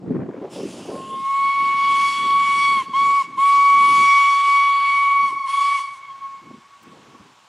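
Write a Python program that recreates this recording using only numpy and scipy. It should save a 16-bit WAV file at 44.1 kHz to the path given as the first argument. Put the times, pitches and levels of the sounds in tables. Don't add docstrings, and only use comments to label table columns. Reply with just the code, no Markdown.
import sys
import numpy as np
from scipy import signal
from scipy.fft import rfft, irfft, next_fast_len
from scipy.io import wavfile
from scipy.ndimage import uniform_filter1d, map_coordinates

SR = 44100
rng = np.random.default_rng(int(sys.argv[2]) if len(sys.argv) > 2 else 0)


def to_wav(s):
    ch = np.atleast_2d(s).T
    pcm = np.round(np.clip(ch, -1, 1) * 32767)
    wavfile.write(sys.argv[1], SR, pcm.astype(np.int16))


N = 329868
TIME = np.arange(N) / SR


def amp(db):
    return 10 ** (np.asarray(db) / 20)


def unit(x):
    return x / np.sqrt(np.mean(x ** 2) + 1e-20)


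def along(points, hz):
    f, v = np.transpose(points)
    return np.interp(np.log(hz + 1), np.log(f + 1), v)


def curves(rows):
    s, *cols = np.transpose(rows)
    return [np.interp(TIME, s, c) for c in cols]


def ramp(start, length):
    return np.clip((TIME - start) / length, 0, 1)


def gate(rows, fade):
    return ramp(rows[0][0], fade) * np.clip((rows[-1][0] - TIME) / fade, 0, 1)


def bump(s, length):
    return np.exp(-.5 * np.minimum(np.abs(TIME - s) / length, 10) ** 2)


def wobble(rate):
    knots = rng.standard_normal(int(N * rate / SR) + 4)
    return map_coordinates(knots, [TIME * rate])


def filtered(x, response):
    m = next_fast_len(N + SR // 4)
    return irfft(rfft(x, m) * response(np.fft.rfftfreq(m, 1 / SR)), m)[..., :N]


def rush(spectrum, side_db, patchy_db):
    z = signal.stft(rng.standard_normal((2, N)), nperseg=512)[2]
    patches = rng.standard_normal(z.shape[1:])
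    patches = uniform_filter1d(patches, size=12, axis=0)
    patches = uniform_filter1d(patches, size=16, axis=1)
    pair = signal.istft(z * amp(patchy_db * unit(patches)), nperseg=512)[1][:, :N]
    mid, side = filtered(pair, lambda hz: amp(along(spectrum, hz)))
    side = side * amp(side_db)
    return unit(np.array([mid + side, mid - side]))


# time_s, missing_pressure_share
EASING = [(.75, 0.72), (1.0, .44), (1.16, .43), (1.35, 0.16), (1.5, 0.12), (1.9, 0.049), (2.5, -0.016),
          (2.85, -0.021)]
OPEN_S = .024


def missing(opens, shuts, closing):
    opening_lack = np.exp(-np.abs(TIME - opens) / OPEN_S)
    closing_lack = np.exp(-np.abs(shuts - TIME) / closing)
    return opening_lack + closing_lack + curves(EASING)[0]


# open_s, shut_s, tone_build_s, closing_s,
# full_pitch_hz (before scoop and droop), steam_db (relative)
CORD_PULLS = [(0.735, 2.828, 0.65, 0.0278, 1123, 0), (2.928, 3.228, 0.0095, 0.0098, 1118, -1),
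              (3.369, 5.317, 0.012, .014, 1123, 1), (5.465, 5.8, 0.0072, 0.011, 1123, 8)]
# harmonic_number, level_db, loss_db (with all pressure missing), flicker_db, flicker_knots_per_s
BELL_PARTIALS = [(1, -0.79, 10.5, 0.28, 88), (2, 0.47, 22.5, 0.9, 70), (3, 1.1, 8, 4, 330),
                 (4, -14, 17, 4, 420), (5, -21.5, 26, 3.9, 340), (7, -38, 30, 0.5, 240)]
# time_s, fundamental_db, octave_db, third_db
LONG_BLAST_LEVELS = [
    [(1.42, -16, -29, -55), (1.464, -17.5, -26, -48), (1.726, -17.5, -27.5, -51),
     (1.874, -15.5, -26.5, -40.5), (2.042, -16.5, -24.5, -40.5), (2.132, -24, -28.5, -36.5),
     (2.356, -13.5, -30, -38.5), (2.49, -18, -25.5, -45), (2.65, -17.5, -22, -36.5), (2.76, -16, -25, -43)],
    [(3.46, -12.5, -29, -43.5), (3.708, -11.5, -24, -49), (3.804, -13, -26, -43.5),
     (4.128, -13.5, -19.5, -38.5), (4.436, -17, -29.5, -44), (4.566, -15, -22.5, -45),
     (4.76, -17.5, -27.5, -44), (4.964, -17.5, -23, -49), (5.194, -15.5, -28.5, -56),
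     (5.25, -18, -30.5, -47)],
]
# time_s, fundamental_db, octave_db, third_db
SHORT_BLAST_LEVELS = [
    [(2.975, -14, -30, -35.5), (3.187, -14.5, -28.5, -57), (3.195, -15, -28.5, -54)],
    [(5.52, -20.5, -31, -41.5), (5.614, -16.5, -31, -41), (5.76, -18.5, -27.5, -48)],
]
SCOOP_HZ, DROOP_HZ_PER_S = 111, 2.4
BUILD_POWER, LATER = 1.93, 1.3
FADING_DB = 0.83
UNSTEADY_DB = 4.5
BEHIND_PITCH = .977


def whistle():
    ahead, behind = np.zeros(N), np.zeros(N)
    waver = 1 + 0.001 * wobble(30) + 0.0031 * wobble(260)
    flicker = [depth_db * wobble(rate) + FADING_DB * (k - 1) * wobble(9)
               for k, _, _, depth_db, rate in BELL_PARTIALS]
    falter_db = UNSTEADY_DB * curves(EASING)[0] * wobble(14)
    tones = [LONG_BLAST_LEVELS[0], SHORT_BLAST_LEVELS[0], LONG_BLAST_LEVELS[1], SHORT_BLAST_LEVELS[1]]
    for (opens, shuts, build, closing, full_hz, _), tone in zip(CORD_PULLS, tones):
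        on = (TIME > opens) & (TIME < shuts)
        lack = missing(opens, shuts, closing)
        hz = full_hz - SCOOP_HZ * lack - DROOP_HZ_PER_S * (TIME - opens)
        phase = 2 * np.pi * np.cumsum((hz * waver)[on]) / SR
        grown = ramp(opens, build)[on] ** BUILD_POWER
        valve = 1 - ramp(shuts - .006, .006)[on]
        first_db, octave_db, third_db = curves(tone)
        upper_db = (octave_db + third_db) / 2
        levels = [first_db, octave_db, third_db, upper_db, upper_db, upper_db]
        for (k, db, loss_db, _, _), level_db, shake_db in zip(BELL_PARTIALS, levels, flicker):
            k = round(k)
            partial_db = (level_db + db - loss_db * lack + shake_db + falter_db)[on]
            size = np.sqrt(2) * valve * grown ** (k ** LATER) * amp(partial_db)
            ahead[on] += size * np.sin(k * phase)
            behind[on] += size * np.sin(k * phase * BEHIND_PITCH)
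    return ahead, behind


# (per Hz, relative)
HISS_COLOUR = [(1500, -19), (2300, 3.5), (3000, 7), (4200, 1.5), (5300, 4), (6400, 0), (8000, 1),
               (10000, -1.5), (11200, -9), (12500, -20.5), (15500, -24.5)]
# (per Hz, relative)
ROAR_COLOUR = [(400, -31), (800, -16), (1000, 4), (1400, 0.5), (2000, 1), (2550, 0), (2950, 8),
               (3400, -0.5), (4200, -1), (6500, -43), (12000, -49.5)]
# time_s, roar_db, hiss_db (before the trims)
JET_FLOW = [
    [(0.54, -33, -49.5), (0.71, -59, -52.5), (1.17, -57.5, -59.5), (1.26, -40.5, -55), (1.75, -37.5, -53.5),
     (2.07, -36.5, -41.5), (2.32, -39, -49.5), (2.64, -38, -44.5), (2.77, -40, -49.5)],
    [(3.44, -44, -49), (3.516, -42, -45), (3.672, -42, -51), (3.966, -37.5, -42), (4.498, -40, -48),
     (4.726, -40, -53), (4.9, -40, -51), (5.194, -45, -55), (5.26, -49.5, -54.5)],
]
# time_s, centre_hz, level_db
LIP_EDGE = [(.85, 2760, -80), (1.0, 2910, -51.5), (1.14, 3190, -45.5), (1.24, 3550, -53.5),
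            (1.33, 3800, -68)]
ROAR_DB, HISS_DB = -0.84, 5.5
STEAM_CRACKS_S, ROAR_LOSS_DB = 0.49, 29.5
STEAM_OPEN_S, STEAM_SHUT_S, STEAM_LAG_S = 0.047, 0.069, 0.046
STEAM_AHEAD_S = 0.011


def steam():
    starts = [STEAM_CRACKS_S] + [row[0] - STEAM_AHEAD_S for row in CORD_PULLS[1:]]
    valve = 0
    for start, (_, shuts, *_, db) in zip(starts, CORD_PULLS):
        dying = ramp(shuts + STEAM_LAG_S - STEAM_SHUT_S, STEAM_SHUT_S)
        valve = valve + amp(db) * ramp(start, STEAM_OPEN_S) * (1 - dying)
    roar_db, hiss_db = curves(np.vstack(JET_FLOW))
    spurts_db = 0.18 * wobble(14) + .5 * wobble(60)
    hiss = amp(hiss_db + HISS_DB + spurts_db) * rush(HISS_COLOUR, side_db=-39.5, patchy_db=2.5)
    roar_db = roar_db + ROAR_DB - ROAR_LOSS_DB * curves(EASING)[0] + spurts_db
    roar = amp(roar_db) * rush(ROAR_COLOUR, side_db=-52.0, patchy_db=0.8)
    edge_hz, edge_db = curves(LIP_EDGE)
    turn = 2 * np.pi * np.cumsum(edge_hz) / SR
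    edge = amp(edge_db) * (wobble(850) * np.sin(turn) + wobble(850) * np.cos(turn))
    return (hiss + roar) * valve + edge * gate(LIP_EDGE, fade=.05)


# pitch_hz, gain_db
RETURN_COLOUR = [(1100, -2.5), (2250, -3.5), (3400, -1), (10000, 5)]


def wall(x, delay):
    late = np.interp(TIME - delay + .00006 * wobble(11), TIME, x, left=0)
    return filtered(late, lambda hz: amp(along(RETURN_COLOUR, hz))) * amp(2.8 * wobble(17))


# pitch_hz, gain_db
LEAF_DAMPING = [(1100, -1), (2250, -2), (3400, -4.5), (5600, -9)]


def copse(x, delay, spread):
    returns = rng.standard_normal(SR) * bump(delay, spread)[:SR]
    echo = signal.fftconvolve(x, returns / np.linalg.norm(returns))[:N]
    echo = filtered(echo, lambda hz: amp(along(RETURN_COLOUR, hz) + along(LEAF_DAMPING, hz)))
    return echo * amp(4.6 * wobble(24))


# pitch_hz, t60_s
RING_TIMES = [(500, 1.4), (1100, 3.77), (2300, 2.84), (4500, 1.3), (10000, .45)]


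def landscape(x, delay, rise):
    hz, t, z = signal.stft(rng.standard_normal(3 * SR), SR, nperseg=256)
    decay_db = 60 * t / along(RING_TIMES, hz)[:, None]
    fall = amp(along(RETURN_COLOUR, hz)[:, None] - decay_db) * np.clip((t - delay) / rise, 0, 1)
    fall /= np.sqrt(np.sum(fall ** 2, axis=1).max() * (t[1] - t[0]) * SR)
    tail = signal.istft(z * fall, SR, nperseg=256)[1]
    return signal.fftconvolve(x, tail)[:N]


GUST_RISE_S, GUST_FALL_S = 0.049, 0.04


def gust(starts, ends):
    before, after = np.maximum(starts - TIME, 0), np.maximum(TIME - ends, 0)
    return np.exp(-before / GUST_RISE_S - after / GUST_FALL_S)


# start_s, end_s, buffet_db, flutter_db (against the buffet)
WIND_GUSTS = [(0.099, 0.158, -26, -13), (0.173, 0.213, -28, -6), (0.265, .31, -32.5, -9),
              (.35, 0.456, -39, 5.5), (0.564, 0.69, -38.5, 8), (0.736, 1.104, -42.5, 8.5),
              (1.146, 1.255, -44, -13), (1.373, 1.466, -49.5, -24), (1.63, 3.112, -46, -10.5),
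              (3.248, 3.38, -48.5, -11), (3.53, 3.611, -49, -5), (3.746, 3.947, -45, -5.5),
              (3.999, 4.02, -40.5, -4.5), (4.482, 4.478, -53.5, -5), (4.8, 5.05, -62, -9),
              (5.212, 5.344, -51.5, -9.5), (6.46, 6.567, -48.5, -26), (6.88, 7.278, -52, -14)]
# (per Hz, relative)
BUFFET_COLOUR = [(25, -36), (55, -30), (90, -14), (140, -0.5), (230, 2), (330, -0.5), (480, -8.5),
                 (800, -38.5), (2000, -86.5)]
# (per Hz, relative)
FLUTTER_COLOUR = [(65, -38.5), (120, -19), (250, -1.5), (380, 1.5), (550, 2.5), (750, -3.5), (1100, -13),
                  (1800, -37.5), (6000, -65)]
# (per Hz, relative)
CRACKLE_COLOUR = [(400, -23), (900, 16), (1600, 10), (2400, 3), (3500, -18.5), (6000, -44.5), (12000, -41)]
# time_s, level_db, pitch_hz, length_s (bell width)
WIND_SLAPS = [(0.109, -15.5, 263, 0.0036), (.291, -18, 370, 0.0016), (.299, -24.5, 298, 0.0041),
              (0.345, -25.5, 480, 0.0018), (.895, -27.5, 346, 0.01), (4.483, -41.5, 380, 0.0041),
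              (5.328, -38, 380, 0.0027), (6.511, -37.5, 228, 0.005), (7.147, -47, 263.4, 0.0072),
              (7.21, -41.5, 194, .007)]
# time_s, opening_share
OPENING_WIND = [(.3, 0.89), (.6, 0)]
# pitch_hz, gain_db
WIND_FILTER = [(25, -15), (60, 2), (120, 0.5)]
# pitch_hz, side_gain_db
EDDY_WIDTH = [(70, -19.5), (140, -3), (260, -1.5)]
LULL_DB = -71
CRACKLE_DB, OPENING_CRACKLE_DB = -24.5, 11


def wind():
    low, bright = amp(LULL_DB), 0
    for starts, ends, db, flutter_db in WIND_GUSTS:
        force = amp(db) * gust(starts, ends)
        low, bright = np.maximum(low, force), np.maximum(bright, force * amp(flutter_db))
    opening = curves(OPENING_WIND)[0]
    side_db = -35 + 29 * opening
    eddies, stagger, swell_db = wobble(60), wobble(250), 0.31 * wobble(19)
    flutter = rush(FLUTTER_COLOUR, side_db, patchy_db=6)
    air = low * amp(swell_db + 1.8 * eddies) * rush(BUFFET_COLOUR, side_db, patchy_db=2.04)
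    air += bright * amp(1.0 * eddies + 1.97 * wobble(200)) * flutter
    crackle_db = CRACKLE_DB + OPENING_CRACKLE_DB * opening + 2.4 * eddies + 4.5 * wobble(260)
    air += bright * amp(crackle_db) * rush(CRACKLE_COLOUR, side_db, patchy_db=1.5)
    for s, db, hz, length in WIND_SLAPS:
        swirl = np.sin(2 * np.pi * hz * (TIME - s) + 0.68 * stagger) + 0.45 * flutter
        air += amp(db) * bump(s, length) * swirl
    left, right = filtered(air, lambda hz: amp(along(WIND_FILTER, hz)))
    mid = (left + right) / 2
    side = filtered((left - right) / 2, lambda hz: amp(along(EDDY_WIDTH, hz)))
    lean_db = np.outer([1, -1], 0.31 * opening)
    return np.array([mid + side, mid - side]) * amp(lean_db)


# (per Hz, relative)
FAR_COLOUR = [(35, -34), (70, -11.5), (135, -6), (250, -16.5), (480, -12), (700, -6.5), (1000, 0),
              (1350, -4), (2000, -9), (3100, -8.5), (4300, -14), (7500, -18), (11000, -31), (15500, -42)]
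# time_s, level_db, length_s (bell width)
CLOSE_TICK = (6.833, -57, .005)
FAR_DB = -57.5


def distance():
    level_db = np.interp(TIME, [.3, .7, 6, 7.4], [-5.0, 6.5, 5.0, 4.5])
    s, db, length = CLOSE_TICK
    click = unit(filtered(rng.standard_normal(N), lambda hz: hz > 4000))
    tick = amp(db) * bump(s, length) * click
    return amp(FAR_DB + level_db + 0.45 * wobble(6)) * rush(FAR_COLOUR, side_db=-40, patchy_db=1.0) + tick


# time_s, gain_db
ECHO_OPENNESS = [(1, 6.5), (3.2, -9), (4.2, -24), (4.7, -14), (5.3, 3.5), (6.5, 1.5)]
WALL_DB, COPSE_DB, FIELDS_DB, BEHIND_DB = -13.5, -19, -18.5, -23.5
WALL_JET_DB = -5


def scene():
    ahead, behind = whistle()
    jet = steam()
    jet_mono = jet.mean(axis=0)
    sent = ahead + jet_mono
    near = amp(WALL_DB) * wall(ahead + amp(WALL_JET_DB) * jet_mono, delay=.165)
    far = amp(COPSE_DB) * copse(behind, delay=0.5866, spread=0.045)
    fields = amp(FIELDS_DB) * landscape(sent, delay=0.034, rise=0.055)
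    fields += amp(BEHIND_DB) * landscape(behind, delay=0.17, rise=.18)
    fields *= amp(3 * wobble(26))
    echoes = amp(curves(ECHO_OPENNESS)[0]) * (near + far) + fields
    return ahead + jet + echoes + wind() + distance()


# pitch_hz, side_db
PORT_DIFFERENCE = [(1100, -69.5), (2200, -56), (4500, -31), (9000, -26.5), (12500, -7.5)]
TOP_HZ = 15700


def record(dry):
    side = filtered(dry.mean(axis=0), lambda hz: 1j * amp(along(PORT_DIFFERENCE, hz)))
    return filtered(dry + np.array([side, -side]), lambda hz: hz < TOP_HZ)


dry = scene()
out = record(dry)
to_wav(out)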